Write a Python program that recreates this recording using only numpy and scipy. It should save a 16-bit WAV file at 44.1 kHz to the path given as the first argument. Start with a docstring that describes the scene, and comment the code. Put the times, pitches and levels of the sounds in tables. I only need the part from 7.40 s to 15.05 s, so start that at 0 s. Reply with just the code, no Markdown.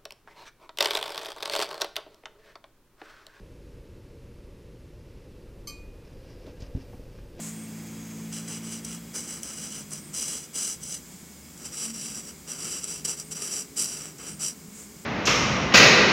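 """In a quiet room, close to one microphone, a felt marker fills in a drawing with quick short strokes.
Stick-slip friction of the nib on paper fibres excites the resonances of pen and sheet and rumbles in the
desk; the nib ticks when it lands or snags. Now and then the hand slides over the sheet or bumps the desk.
Behind it the harmonics of a distant engine hum and die away over the room tone."""
import sys
import numpy as np
from scipy import signal
from scipy.fft import rfft, irfft
from scipy.io import wavfile
from scipy.ndimage import uniform_filter1d

SR = 44100
rng = np.random.default_rng(int(sys.argv[2]) if len(sys.argv) > 2 else 0)


def wav_out(sig):
    """Save sig, one row per channel (or a flat mono array), as 16-bit PCM at SR to the path in sys.argv[1]."""
    wavfile.write(sys.argv[1], SR, np.round(np.clip(np.atleast_2d(sig).T, -1, 1) * 32767).astype(np.int16))


N = 337363
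T = np.arange(N) / SR
FREQS = np.arange(2049) * SR / 4096


# modes of pen and sheet, hand low on the page: (frequency [Hz], bandwidth [Hz], relative level [dB])
MODES_HAND_LOW = [(2260, 430, -21), (2940, 340, -9), (3240, 500, -15), (4066, 410, -14.5),
                  (4950, 340, -6.5), (5740, 570, -4.5), (6100, 310, -1), (7170, 780, -7), (7800, 330, 0),
                  (8340, 370, -5), (8860, 300, -8), (9180, 350, -5), (9930, 480, -11.5), (10660, 980, -16),
                  (12000, 900, -19.5), (14400, 2700, -26)]
# the same with the hand moved up the page: (frequency [Hz], bandwidth [Hz], relative level [dB])
MODES_HAND_HIGH = [(2710, 250, -13), (3020, 350, -11.5), (3330, 300, -18), (3980, 500, -16),
                   (4875, 360, -5), (5656, 340, 0.5), (5940, 340, -0.5), (7130, 570, -6), (7720, 540, 1.5),
                   (8360, 410, -8.5), (8840, 370, -3.5), (9680, 380, -7.5), (10360, 440, -10.5),
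                   (11500, 660, -17.5), (12290, 450, -19), (13800, 3600, -25.5)]
# response of the desk under the sheet: (frequency [Hz], relative level [dB])
DESK_RESPONSE = [(60, -23), (150, 1.5), (300, 4.5), (480, 3), (650, -2), (980, -5.5), (1320, 2), (1800, -4),
                 (2300, -3), (3600, -27), (9000, -36)]

def marker():
    """Forced vibration: slips and ticks ring pen and sheet, and the slips also drive the desk."""
    envelope = stroke_envelope()
    desk_db, rasp_db = stroke_touch()
    speed = envelope * undb(33.5)  # 1 in an ordinary stroke
    friction = stick_slip(per_second=5000, spread_db=2.0, rub_db=-0.5, uneven_db=0.89)
    force = friction * envelope + nib_ticks()
    dull = lowpass(force, 7500)
    force = dull + (force - dull) * (0.63 + 0.26 * np.sqrt(speed))  # faster strokes are brighter
    hand_high = T > 3.9  # the hand moves up the page
    pen = undb(0.96) * ring(force * ~hand_high, resonances(MODES_HAND_LOW))
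    pen += undb(0.56) * ring(force * hand_high, resonances(MODES_HAND_HIGH))
    rasp = lowpass(pen, 3900, order=4)
    # the desk feels the weight of the hand, which changes less than the speed
    weight = speed ** 0.76 * undb(desk_db)
    rumble = weight * ring(friction, spectrum(DESK_RESPONSE))
    return pen + rasp * (undb(rasp_db) - 1) + rumble


def stick_slip(per_second, spread_db, rub_db, uneven_db):
    """Stick-slip friction: fibres snap free, most small and a few large, over a rub on uneven paper."""
    snaps = (rng.random(N) < per_second / SR) * rng.standard_normal(N)
    snaps *= undb(spread_db * np.minimum(rng.exponential(size=N), 5))
    rub = undb(rub_db) * rng.standard_normal(N)
    return unit((unit(snaps) + rub) * undb(uneven_db * wander(170)))


# strokes of the nib: (start [s], duration [s], relative scratch level [dB], rise from start to end [dB],
# desk rumble at ordinary speed [dB], gain of the rasp near 3 kHz [dB])
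NIB_STROKES = [(0.911, 0.073, -38, 1.5, -47.5, 3.0), (0.992, 0.063, -47.0, 0.0, -45, 0.0),
               (1.058, 0.097, -39.0, 3, -45, 2.5), (1.209, 0.079, -44, 7.5, -46, 2),
               (1.294, 0.077, -37.5, -6.5, -48, 1), (1.425, 0.113, -41.5, 8, -46, 2.5),
               (1.733, 0.11, -34.5, -8, -46.5, -6), (1.857, 0.117, -38, -3.5, -45.5, -2.5),
               (2.009, 0.12, -39.5, 4.5, -45.5, 1.0), (2.136, 0.12, -39, 8, -46, -2),
               (2.26, 0.13, -40.5, 8.5, -47.5, 2.5), (2.5, 0.071, -38.0, -2, -46, -7),
               (2.725, 0.12, -31.5, 2.5, -51, -2), (2.853, 0.17, -34.0, -8.5, -47.5, -2),
               (3.129, 0.18, -30.5, 1.5, -49.5, -3), (3.397, 0.14, -38.5, 12, -52, -4.5),
               (4.163, 0.081, -48, 9, -45, 1.0), (4.236, 0.051, -37, -12, -47, 1),
               (4.301, 0.15, -35, 13.5, -48.5, 1), (4.471, 0.034, -39.0, 8, -47.5, 0.5),
               (4.52, 0.18, -36, 4.5, -50, 2), (4.697, 0.08, -39, 9.5, -47.5, 0),
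               (4.79, 0.092, -45.5, 11, -48, 1), (5.064, 0.081, -36.5, -1, -45, 3.5),
               (5.164, 0.21, -34, 3.5, -46, 1.5), (5.39, 0.057, -41, 13, -48, 3),
               (5.46, 0.11, -34.5, -3, -48.5, 1), (5.642, 0.015, -27.5, 6, -49, 3),
               (5.661, 0.064, -29.0, -6.5, -47, -1), (5.747, 0.054, -40.5, 13, -48.5, -3),
               (5.898, 0.029, -38.5, 11.0, -51.5, -1), (5.933, 0.077, -37.0, 1, -46, 2.0),
               (5.997, 0.101, -32, -3, -46.5, 1), (6.09, 0.11, -30.5, -1, -48, -3),
               (6.356, 0.095, -27.0, -1, -51, -2), (6.434, 0.24, -36.0, -11.0, -47, 1.5),
               (6.778, 0.075, -42.5, 1, -39.5, 4.5), (6.848, 0.066, -38, -3, -43, 3),
               (6.987, 0.085, -30.0, 5.5, -50, -1.5)]

def stroke_envelope():
    """Friction noise grows with speed: each stroke rises, arches as it gains or loses pace, and lifts."""
    longest_attack_s, longest_release_s, arch_db = 0.024, 0.041, 3
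    out = np.zeros(N)
    for start, duration, db, rise_db, *_ in NIB_STROKES:
        span = slice(int(start * SR), int((start + duration + 4 * longest_release_s) * SR))
        age = np.maximum(T[span] - start, 0)
        along = np.minimum(age / duration, 1) - .5  # 0 at mid-stroke
        attack = np.minimum(age / min(longest_attack_s, duration / 2), 1)
        release_s = min(longest_release_s, duration / 2)
        lift = np.exp(-(np.maximum(age - duration, 0) / release_s) ** 2)
        arch = undb(db + rise_db * along - arch_db * (2 * along) ** 2)
        out[span] = np.maximum(out[span], attack * lift * arch)
    return out


def stroke_touch():
    """Linear interpolation: desk rumble and rasp, in dB, glide from one mid-stroke to the next."""
    start, duration, _, _, desk_db, rasp_db = np.transpose(NIB_STROKES)
    return [np.interp(T, start + duration / 2, db) for db in (desk_db, rasp_db)]


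# the nib lands or snags: (time [s], relative level [dB], decay time [s])
NIB_IMPACTS = [(1.083, -34, 0.0033), (1.4474, -29, 0.0075), (1.745, -42, 0.0043), (2.0325, -21.5, 0.0011),
               (2.507, -36, .004), (2.533, -28, 0.0044), (3.434, -29, 0.0047), (4.177, -38, 0.004),
               (5.103, -32, 0.0036), (5.117, -27, 0.0032), (5.442, -24.5, .003), (5.652, -27, 0.0045),
               (5.71, -25, 0.0016), (5.799, -25, .002), (6.424, -20, 0.0022), (6.443, -20, 0.0025),
               (6.479, -31, 0.00092), (6.783, -38, 0.004)]

def nib_ticks():
    """Impulsive excitation: a sharp push and a dying crunch; so brief a contact holds mostly treble."""
    out = np.zeros(N)
    age = np.arange(int(.03 * SR)) / SR
    for time, db, decay_s in NIB_IMPACTS:
        crunch = rng.standard_normal(len(age)) * np.exp(-age / decay_s)
        crunch[0] = 4  # the push
        start = int(time * SR)
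        out[start:start + len(age)] += undb(db) * crunch
    return signal.sosfilt(signal.butter(2, 4800, "highpass", fs=SR, output="sos"), out)


# the side of the hand slides on the paper: (centre time [s], half-width [s], level [dB])
HAND_SLIDES = [(.05, 0.074, -40), (.6, 0.79, -58), (3.72, 0.14, -53), (7.4, 0.068, -45.5)]
# hiss of skin on paper: (frequency [Hz], relative level [dB])
SKIN_SPECTRUM = [(300, -16), (2200, -12), (4000, -16), (5500, -11), (6900, -1), (7700, 1), (8800, -5),
                 (9700, -10), (15000, -23)]
# the heel of the hand bumps the desk: (time [s], level [dB])
HAND_BUMPS = [(3.363, -43), (3.419, -39), (3.74, -45), (3.829, -41), (6.458, -51), (7.283, -38),
              (7.565, -45)]

def hand():
    """Sliding friction makes skin hiss on paper; each bump sets off a damped oscillation of the desk."""
    sliding = sum(undb(db) * swell(centre, half_width) for centre, half_width, db in HAND_SLIDES)
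    out = sliding * ring(rng.standard_normal(N), spectrum(SKIN_SPECTRUM))
    thud_hz, decay_s = 175, .012
    for time, db in HAND_BUMPS:
        age = np.maximum(T - time, 0)
        out += undb(db) * np.sin(2 * np.pi * thud_hz * age) * np.exp(-age / decay_s)
    return out


# course of the distant engine: (time [s], firing rate [Hz], relative level [dB])
ENGINE_COURSE = [(0, 54.8, -40), (.7, 55.2, -38), (1.2, 56, -39), (1.6, 56.8, -43), (2, 57, -48.5),
                 (2.3, 53, -48), (2.8, 49.5, -51.5), (3.3, 48, -75)]
# its harmonics: (multiple of the firing rate [-], relative level [dB])
ENGINE_HARMONICS = [(2, -15.5), (3, -5), (4, -3), (5, -14.5), (6, -20.5), (7, -28.5), (8, -25), (9, -25.5)]
# its soft rush: (frequency [Hz], relative level [dB])
RUSH_SPECTRUM = [(120, -11), (400, 3), (750, -1.5), (1500, -5), (2300, -0.5), (3500, -11.5), (9000, -18.5)]

def engine():
    """Periodic firing makes a harmonic series; its low orders pass the walls, wavering, with a rush."""
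    times, *columns = np.transpose(ENGINE_COURSE)
    firing_hz, db = (np.interp(T, times, column) for column in columns)
    cycles = np.cumsum(firing_hz * (1 + 0.00321 * wander(9.16))) / SR
    hum = np.zeros(N)
    for order, order_db in ENGINE_HARMONICS:
        hum += undb(order_db + wander(6.7)) * np.sin(2 * np.pi * (round(order) * cycles + rng.random()))
    rush = undb(0.59 * db - 30.5) * ring(rng.standard_normal(N), spectrum(RUSH_SPECTRUM))
    return np.sqrt(2) * undb(db) * hum + rush


# broad shape of the room tone: (frequency [Hz], relative level [dB])
ROOM_SPECTRUM = [(25, -38), (42, -20), (68, -1.5), (105, -14), (155, 0), (225, -1), (330, -7), (650, -18.5),
                 (1600, -20.5), (3900, -24), (6000, -19), (7500, -14), (9800, -24), (16000, -23.5)]
# narrow peaks in it: (frequency [Hz], bandwidth [Hz], relative level [dB])
ROOM_PEAKS = [(2205, 230, -18), (5020, 250, -16)]

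def room_tone():
    """Broadband ambient noise: steady in the treble, restless in the bass."""
    tone = ring(rng.standard_normal(N), np.hypot(spectrum(ROOM_SPECTRUM), resonances(ROOM_PEAKS)))
    bass = lowpass(tone, 450)
    return undb(-46.5) * (tone - bass + bass * undb(wander(7.7)))


# faint low tones: (frequency [Hz], centre time [s], half-width [s], level [dB])
LOW_TONES = [(146.8, 2.75, 0.91, -55), (76, 4, 0.098, -51), (226, 4.64, 0.29, -48.5), (415, 6.13, 1.2, -56),
             (156, 6.26, 1.7, -52.5), (208, 7.3, 0.63, -50.5), (420, 7.55, 0.31, -57.5)]

def drones():
    """Random frequency and amplitude modulation: faint tones waver as they come and go."""
    out = np.zeros(N)
    for hz, centre, half_width, db in LOW_TONES:
        cycles = np.cumsum(hz * (1 + .022 * wander(16))) / SR
        out += undb(db + 3.3 * wander(9)) * swell(centre, half_width) * np.sin(2 * np.pi * cycles)
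    return out


# wisps of hiss: (centre time [s], half-width [s], frequency [Hz], bandwidth [Hz], level [dB])
HISS_BANDS = [(.8, 4.5, 3310, 70, -65.5), (.2, 0.093, 8560, 800, -50.5), (.65, 0.46, 6500, 250, -55.5),
              (2.633, 0.096, 8600, 800, -50.5), (5.86, 0.065, 8500, 800, -51.5),
              (6.91, 0.064, 8700, 800, -47)]

def wisps():
    """Narrow-band noise has a trace of pitch: thin, whistly hisses swell and fade."""
    out = np.zeros(N)
    for centre, half_width, hz, bandwidth, db in HISS_BANDS:
        band = ring(rng.standard_normal(N), resonances([(hz, bandwidth, 0)]))
        out += undb(db) * swell(centre, half_width) * band
    return out


def undb(db):
    """Amplitude ratio of a level in decibels."""
    return 10 ** (np.asarray(db) / 20)


def unit(x):
    """Normalisation to an rms of 1."""
    return x / np.sqrt(np.mean(x ** 2))


def wander(rate_hz):
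    """Smooth random fluctuation of rms 1, with about rate_hz new values a second."""
    hold = max(int(SR / rate_hz), 1)
    steps = np.repeat(rng.standard_normal(N // hold + 1), hold)
    return unit(uniform_filter1d(steps, hold)[:N])


def swell(centre, half_width):
    """Gaussian envelope, down to 1/e at half_width from its centre."""
    return np.exp(-((T - centre) / half_width) ** 2)


def spectrum(points):
    """Gain over FREQS, interpolated in log frequency between (frequency [Hz], level [dB]) points."""
    hz, db = np.transpose(points)
    return undb(np.interp(np.log(FREQS + 1), np.log(hz), db))


def resonances(modes):
    """Gain over FREQS of steep-sided resonances that add in power."""
    gains = (undb(db) / (1 + (2 * (FREQS - hz) / bandwidth) ** 2) for hz, bandwidth, db in modes)
    return np.sqrt(sum(gain ** 2 for gain in gains))


def ring(x, gain):
    """Convolution with the minimum-phase, unit-energy impulse response shaped by this gain."""
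    cepstrum = irfft(np.log(gain + 1e-6))
    half = len(cepstrum) // 2
    cepstrum[1:half] *= 2  # folding onto positive time makes the response causal
    cepstrum[half + 1:] = 0
    response = irfft(np.exp(rfft(cepstrum)))
    return signal.fftconvolve(x, response / np.linalg.norm(response))[:N]


def lowpass(x, hz, order=2):
    """Zero-phase low-pass filter: subtracting its output from x leaves the treble."""
    return signal.sosfiltfilt(signal.butter(order, hz, fs=SR, output="sos"), x)


def scene():
    """Superposition: all sources add at one microphone, which feeds both channels."""
    return np.tile(marker() + hand() + engine() + room_tone() + drones() + wisps(), (2, 1))


def record(dry):
    """Band limiting: a steep low-pass filter cuts the highest treble."""
    cutoff_hz = 15800
    return signal.sosfilt(signal.ellip(10, .1, 70, cutoff_hz, fs=SR, output="sos"), dry)


dry = scene()
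out = record(dry)
wav_out(out)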